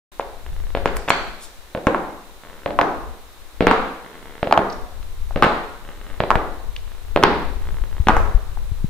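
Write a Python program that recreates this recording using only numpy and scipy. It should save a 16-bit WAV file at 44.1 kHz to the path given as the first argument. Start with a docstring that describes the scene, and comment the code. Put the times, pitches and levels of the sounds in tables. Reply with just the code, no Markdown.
'''Football cleats in a bare hall

Someone walks over a concrete floor, just below the microphone. Each step is a heel knock and a quick
run of clacks from sole, plate and studs; they ring on in the hall, and the hardest ones overload.
Between steps the shoes creak as they bend, grit crunches and a swinging leg brushes by once.
Moving air bumps the microphone over a quiet hiss.'''
import sys
import numpy as np
from scipy import signal
from scipy.fft import rfft, irfft
from scipy.io import wavfile

SR = 44100
rng = np.random.default_rng(int(sys.argv[2]) if len(sys.argv) > 2 else 0)


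def dump_mix(stems):
    """Bounce the given channels to the path in sys.argv[1] as a 16-bit WAV at rate SR."""
    frames = np.atleast_2d(stems).T  # one column per channel
    limited = np.clip(frames, -1, 1)  # hard clip at full scale
    pcm = np.round(limited * 32767).astype(np.int16)
    wavfile.write(sys.argv[1], SR, pcm)


N = 392049
TIME = np.arange(N) / SR

# The walk. Each row: heel landing in seconds, heel level in dB, seconds until the second heel stud,
# echo level in dB, echo brightness in dB.
STEPS = [(0.75, -1.5, .022, -4, 5.5), (1.7492, -6.5, 0.025, 0.5, -2), (2.6603, -2, 0.046, 0, -3.5),
         (3.6072, 2, 0.017, 0.5, 3.5), (4.4293, 1, 0.043, -4, 2.5), (5.3602, -4.5, .013, 0, 3),
         (6.2035, 3, .0334, -4, 1.5), (7.1614, 5.5, .012, -2.5, 0.5), (8.0709, 2.5, .023, -5.5, 5.5)]


def from_db(db):
    """Decibels to gain."""
    return 10 ** (np.asarray(db) / 20)


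def rms_one(x):
    """Scale to unit rms."""
    return x / np.sqrt(np.mean(x ** 2) + 1e-20)


def at_hz(points, hz):
    """Read a curve on a log-frequency axis."""
    freqs, values = np.transpose(points)
    return np.interp(np.log(np.maximum(hz, 1)), np.log(freqs), values)


def fader(points, t):
    """Gain that follows a curve of (seconds, dB) points."""
    return from_db(np.interp(t, *np.transpose(points)))


def add(out, start_s, sound):
    """Mix a sound in at its start time."""
    first = max(round(start_s * SR), 0)
    part = out[..., first:first + sound.shape[-1]]
    part += sound[..., :part.shape[-1]]


def coloured(x, curve):
    """Equalise with a curve of (Hz, dB) points."""
    size = x.shape[-1]
    return irfft(rfft(x) * from_db(at_hz(curve, np.fft.rfftfreq(size, 1 / SR))), size)


def softened(x, corner_hz):
    """A contact lasts a moment, so it drives little above its corner frequency."""
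    return signal.sosfilt(signal.butter(4, corner_hz, fs=SR, output="sos"), x)


def ring(modes, pitch=1, size=900):
    """Heavily damped modes that swell for one time constant and die within a few cycles."""
    t = TIME[:size]
    return sum(from_db(db) * t / tau * np.exp(1 - t / tau) * np.sin(2 * np.pi * hz * pitch * t)
               for hz, tau, db in modes)


def diffuse(size):
    """White noise from all around: alike at both microphone ports in the bass, wide in the treble."""
    # Stereo likeness. Each row: frequency in Hz, left-right correlation.
    likeness = [(60, 0.71), (290, 0.95), (640, 0.87), (1410, 0.32), (3100, 0.056), (7000, 0.11)]
    alike = at_hz(likeness, np.fft.rfftfreq(size, 1 / SR))
    mid, side = rfft(rng.standard_normal((2, size)))
    return irfft(np.sqrt((1 + alike) / 2) * mid + np.sqrt((1 - alike) / 2) * side * [[1], [-1]], size)


def room_tone(hiss_db=-47.5):
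    """The quiet air of the hall and microphone hiss, with two faint, high whines."""
    # Tone of the hiss. Each row: frequency in Hz, relative level in dB.
    hiss_colour = [(80, -28), (150, -6.5), (450, 0.5), (680, -4), (1000, -1), (1900, -6), (3300, -8.5),
                   (3830, -4.5), (4650, -12), (15500, -16)]
    # Steady tones. Each row: frequency in Hz, rms level in dB.
    whines = [(10309, -83), (15256, -79)]
    tones = sum(from_db(db) * np.sqrt(2) * np.sin(2 * np.pi * hz * TIME) for hz, db in whines)
    return from_db(hiss_db) * rms_one(coloured(diffuse(N), hiss_colour)) + tones


def wind(left_db=6.0, right_db=-1.0, eddy_db=15, puff_right_db=-14):
    """Moving air rumbles separately at each port; a few puffs bump mainly the left one."""
    # Swells of air as the legs swing. Each row: time in seconds, relative level in dB.
    swells = [(0.17, -51), (0.57, -26.5), (1.07, -32.5), (1.48, -47.5), (1.88, -45.5), (2.38, -46),
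              (3.08, -34), (3.27, -48.5), (3.73, -32), (4.08, -51), (4.58, -36), (5.38, -30.5), (5.67, -40),
              (6.47, -28), (6.92, -37.6), (7.17, -27.5), (8.18, -22.5), (8.82, -28)]
    # Tone of the rumble. Each row: frequency in Hz, relative level in dB.
    rumble_colour = [(10, -1.5), (22, 1), (45, -8), (80, -14.5), (140, -33), (400, -62.5)]
    # Single puffs. Each row: start in seconds, level in dB, frequency in Hz.
    puff_cues = [(7.813, -7, 36), (8, -3, 61), (8.346, 0, 35), (8.716, -11, 74), (8.843, -5, 142)]
    lumps_db = np.interp(TIME, np.linspace(0, TIME[-1], 110), rng.uniform(-6, 4, 110))   # 12 a second
    gust = fader(swells, TIME) * from_db(lumps_db)
    octave_up = [(2 * hz, db) for hz, db in rumble_colour]
    deep = rms_one(coloured(rng.standard_normal((2, N)), rumble_colour))
    eddies = rms_one(coloured(rng.standard_normal((2, N)), octave_up))
    rumble = gust * deep + from_db(eddy_db) * gust ** 2 * eddies   # strong gusts add smaller eddies
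    puffs = np.zeros(N)
    for start, db, hz in puff_cues:
        add(puffs, start, -ring([(hz, 1 / (np.pi * hz), db)], size=6000))
    return rumble * from_db([[left_db], [right_db]]) + puffs * from_db([[0], [puff_right_db]])


def hall_response(size=SR, tail_db=-30.5):
    """The hall's answer from one spot: strong early echoes, then a tail whose very top dies first."""
    # Shape of the early echoes. Each row: seconds after a contact, relative level in dB.
    onset = [(0, 7.5), (.009, -4.5), (.013, -1), (.05, -2.5)]
    # Reverb time. Each row: band centre in Hz, seconds to fall by 60 dB.
    decays = [(200, 0.75), (800, 0.69), (2000, 0.73), (5000, 0.79), (12000, 0.067)]
    # Tone of the hall. Each row: frequency in Hz, gain in dB.
    hall_colour = [(100, -12.5), (180, 0), (300, 1), (440, 5.5), (600, 0.5), (950, -1.5), (1600, -2),
                   (3000, -6), (6000, 3), (14000, -3)]
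    t, hz = TIME[:size], np.fft.rfftfreq(size, 1 / SR)
    spectrum = rfft(diffuse(size) * fader(onset, t))
    centres, t60s = np.transpose(decays)
    tail = 0
    for share, t60 in zip(np.eye(len(t60s)), t60s):
        band = irfft(spectrum * np.interp(hz, centres, share), size)
        tail = tail + band * from_db(-60 * t / t60)
    return from_db(tail_db) * coloured(tail, hall_colour)


def hall_echoes(feet, dull_hz=1000, bright_hz=2800):
    """Every step falls at a new spot and so has echoes of its own."""
    out = np.zeros((2, N))
    edges = [0] + [round(step[0] * SR) for step in STEPS[1:]] + [N]
    for (*_, db, bright_db), first, last in zip(STEPS, edges, edges[1:]):
        shelf = [(dull_hz, db), (bright_hz, db + bright_db)]
        # keep the first 0.9 s of the hall's ring so it dies away without a late click
        response = coloured(hall_response(), shelf)[:, :-SR // 10]
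        add(out, first / SR, signal.fftconvolve(feet[None, first:last], response, axes=1))
    return out


def leg_brush(peak_s=1.44, peak_db=-39.5, rise_s=0.032, fall_s=0.022):
    """One light brush of the swinging leg: a soft hiss that swells and fades."""
    # Tone of the brush. Each row: frequency in Hz, relative level in dB.
    brush_colour = [(1500, -26), (3500, 1), (6000, -2.5), (10000, 3.5), (15000, -7)]
    width = np.where(TIME < peak_s, rise_s, fall_s)
    swell = np.exp(-np.minimum(((TIME - peak_s) / width) ** 2, 20))
    return from_db(peak_db) * swell * rms_one(coloured(rng.standard_normal(N), brush_colour))


def grit(grain_db=-0.5, size=2500):
    """Grit crunches under a stud or the shoe ticks: short grainy bursts, each in its own band."""
    # Each row: start in seconds, length in seconds, rms level in dB, low and high band edge in Hz.
    bursts = [(0.958, 0.0058, -35, 11200, 15600), (0.9674, 0.002, -24.5, 5600, 16000),
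              (0.962, 0.01, -29.5, 700, 2200), (1.076, 0.021, -26.5, 950, 2420),
              (1.092, 0.0083, -30, 5000, 15500), (1.104, 0.0011, -11, 1880, 4400),
              (4.697, 0.0089, -40, 3840, 5170), (4.721, 0.013, -43.5, 4240, 5860),
              (5.028, 0.0026, -40.5, 900, 3380), (6.762, 0.0047, -29.5, 1820, 3530)]
    out = np.zeros(N)
    for start, length, db, low, high in bursts:
        swell = np.sin(np.pi * np.minimum(TIME[:size] / length, 1))
        grains = rng.standard_normal(size) * from_db(grain_db * rng.standard_normal(size)) * swell
        crunch = signal.sosfilt(signal.butter(2, [low, high], "band", fs=SR, output="sos"), grains)
        crunch_rms = np.sqrt(np.sum(crunch ** 2) / (length * SR))
        add(out, start, from_db(db) * crunch / crunch_rms)
    return out


def creaks(uneven_db=3.5, leather_hz=2800, jitter=0.15, ease_db_per_s=-8, max_slips=60):
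    """The trailing shoe bends: its upper sticks and slips in a run of ticks, easing as the foot lifts."""
    # Each row: start in seconds, slips per second, opening level in dB.
    bends = [(0.464, 32, -30), (2.436, 82, -29.5), (4.047, 76, -31), (5.85, 87, -30.5), (6.878, 31, -34),
             (7.621, 57, -30)]
    # Modes of the shoe upper. Each row: frequency in Hz, time constant in seconds, level in dB.
    upper = [(1140, 0.00013, 3.5), (1920, 0.00037, -8.5), (3090, 0.00017, 0)]
    out = np.zeros(N)
    for start, slips_per_s, db in bends:
        next_heel = min(step[0] for step in STEPS if step[0] > start)
        gap, strength, detune = rng.standard_normal((max_slips, 3)).T
        slip_s = start + np.r_[0, np.cumsum(np.exp(jitter * gap[1:]))] / slips_per_s
        slip_db = db + ease_db_per_s * (slip_s - start) + uneven_db * strength
        for k in np.flatnonzero(slip_s < next_heel - .025):   # stop just before the heel lands
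            add(out, slip_s[k], from_db(slip_db[k]) * ring(upper, 1 + .05 * detune[k]))
    return softened(out, leather_hz)


def contacts(heel_pitch=0.92, heel_spread=0.1):
    """Every blow on the floor: its start in seconds, (sole, plate, stud) mix in dB and pitch factor."""
    # Three kinds of blow follow the heel. Each row: start in seconds, level in dB, pitch factor.
    clacks = [(0.1965, -7.5, 0.83), (1.9463, -4, 1.09), (2.789, 3.5, 1.1), (3.712, 2.5, 1.18),
              (4.525, 6.5, 1.06), (4.5757, -3.5, 1.27), (5.3085, -24, 0.89), (5.4241, 5, 1.14),
              (6.3047, 3, 1.13), (6.3139, -1, 1.07), (8.085, 7, 1.28), (8.1035, -3.5, 1.24),
              (8.167, -1.5, 0.98), (8.5725, -23.5, 0.92)]   # the forefoot slaps down and the sole plate rings hollow
    stamps = [(0.8577, 3.5, 0.4), (1.0858, -9, 0.88), (1.1037, 5, 1.07), (1.8695, 3, 0.53),
              (1.8732, -8, 0.58), (2.8132, 0.5, 0.69), (3.6692, 4.5, 0.72), (3.6798, -5, 0.99),
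              (5.4326, -2, 1.34), (5.4416, -1.5, 0.75), (5.4475, -7.5, 1.03), (6.3554, 2, 0.46),
              (7.228, -2, 0.51), (7.2362, 5, 1.156)]   # a front stud hits squarely with a hard crack
    thuds = [(1.0792, -16.5, 1.06), (1.8694, -13, 0.6), (2.793, -13.5, 1.1), (3.7163, -9, 1.35),
             (4.5113, -9, 1.37), (4.5757, -4, 1.16), (4.5905, -7, 0.91), (5.4652, -8.5, 1.09),
             (7.2362, 3.5, 1.41), (8.0943, -3, 1.24)]   # the sole comes down flat and dull
    heel_mix, second_stud_mix = (-7.5, -13.5, -7.5), (-12.5, -22.5, -15.5)
    clack_mix, stamp_mix, thud_mix = (-10.5, 0, -20), (-9.5, -3, 0), (0, -7.5, -5.5)
    for start, db, stud_lag, _, _ in STEPS:
        pitch = heel_pitch * np.exp(heel_spread * rng.uniform(-0.89, 1))   # no two heels ring alike
        yield start, np.add(heel_mix, db), pitch
        yield start + stud_lag, np.add(second_stud_mix, db), 1.12 * pitch   # softer, a little higher
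    for blows, mix in (clacks, clack_mix), (stamps, stamp_mix), (thuds, thud_mix):
        for start, db, pitch in blows:
            yield start, np.add(mix, db), pitch


def cleats(crack_db=-22.0, crack_s=0.00031, stud_hz=3900, rattle_db=-14.0, rattle_s=0.015):
    """Each contact sets sole, sole plate and stud ringing; two neighbouring studs rattle down after it."""
    # Modes of the shoe. Each row: base frequency in Hz, time constant in seconds, level in dB.
    sole = [(290, 0.00056, -2.5), (597, 0.00088, -1)]   # thump
    plate = [(956, 0.0004, 1), (1350, 0.00033, -20.5)]   # clack
    stud = [(1662, 0.00016, -4), (2590, 0.000096, -1.5)]   # click
    rings, cracks = np.zeros((2, N))
    crack_decay = np.exp(-TIME[:900] / crack_s)
    for start, (sole_db, plate_db, stud_db), pitch in contacts():
        for modes, db, sign in (sole, sole_db, 1), (plate, plate_db, -1), (stud, stud_db, 1):
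            add(rings, start, sign * from_db(db) * ring(modes, pitch))
        force = min(from_db(max(sole_db, plate_db, stud_db)), 1)
        crack = rng.standard_normal(crack_decay.size) * crack_decay
        add(cracks, start, from_db(crack_db) * force ** 2 * crack)   # hard blows crush far more grit
        for when, weight, tone in rng.random((2, 3)):
            tap = ring(stud, 1.3 + .5 * tone) - .5 * ring(plate, 1 + .5 * tone)
            add(rings, start + .003 + rattle_s * when, from_db(rattle_db) * force * weight * tap)
    return softened(rings, stud_hz) + cracks


def at_ports(feet, lag_s=3.6e-5):
    """The direct sound reaches the microphone's right port a moment after the left."""
    return np.array([feet, np.interp(TIME - lag_s, TIME, feet)])


def scene(rustle_send_db=-3.5):
    """Feet just below the microphone, the hall around them, air on the ports."""
    steps = cleats()
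    rustles = grit() + creaks() + leg_brush()
    echoes = hall_echoes(steps + from_db(rustle_send_db) * rustles)
    return at_ports(steps + rustles) + echoes + wind() + room_tone()


def record(dry, start_s=0.116, cutoff_hz=15500):
    """The sound opens after a moment of silence; the loudest clacks clip flat and the top is cut."""
    fade_in = np.clip((TIME - start_s) / .004, 0, 1)
    clipped = np.clip(dry * fade_in, -1, 1)
    return signal.sosfilt(signal.ellip(10, .1, 70, cutoff_hz, fs=SR, output="sos"), clipped)


dry = scene()
out = record(dry)
dump_mix(out)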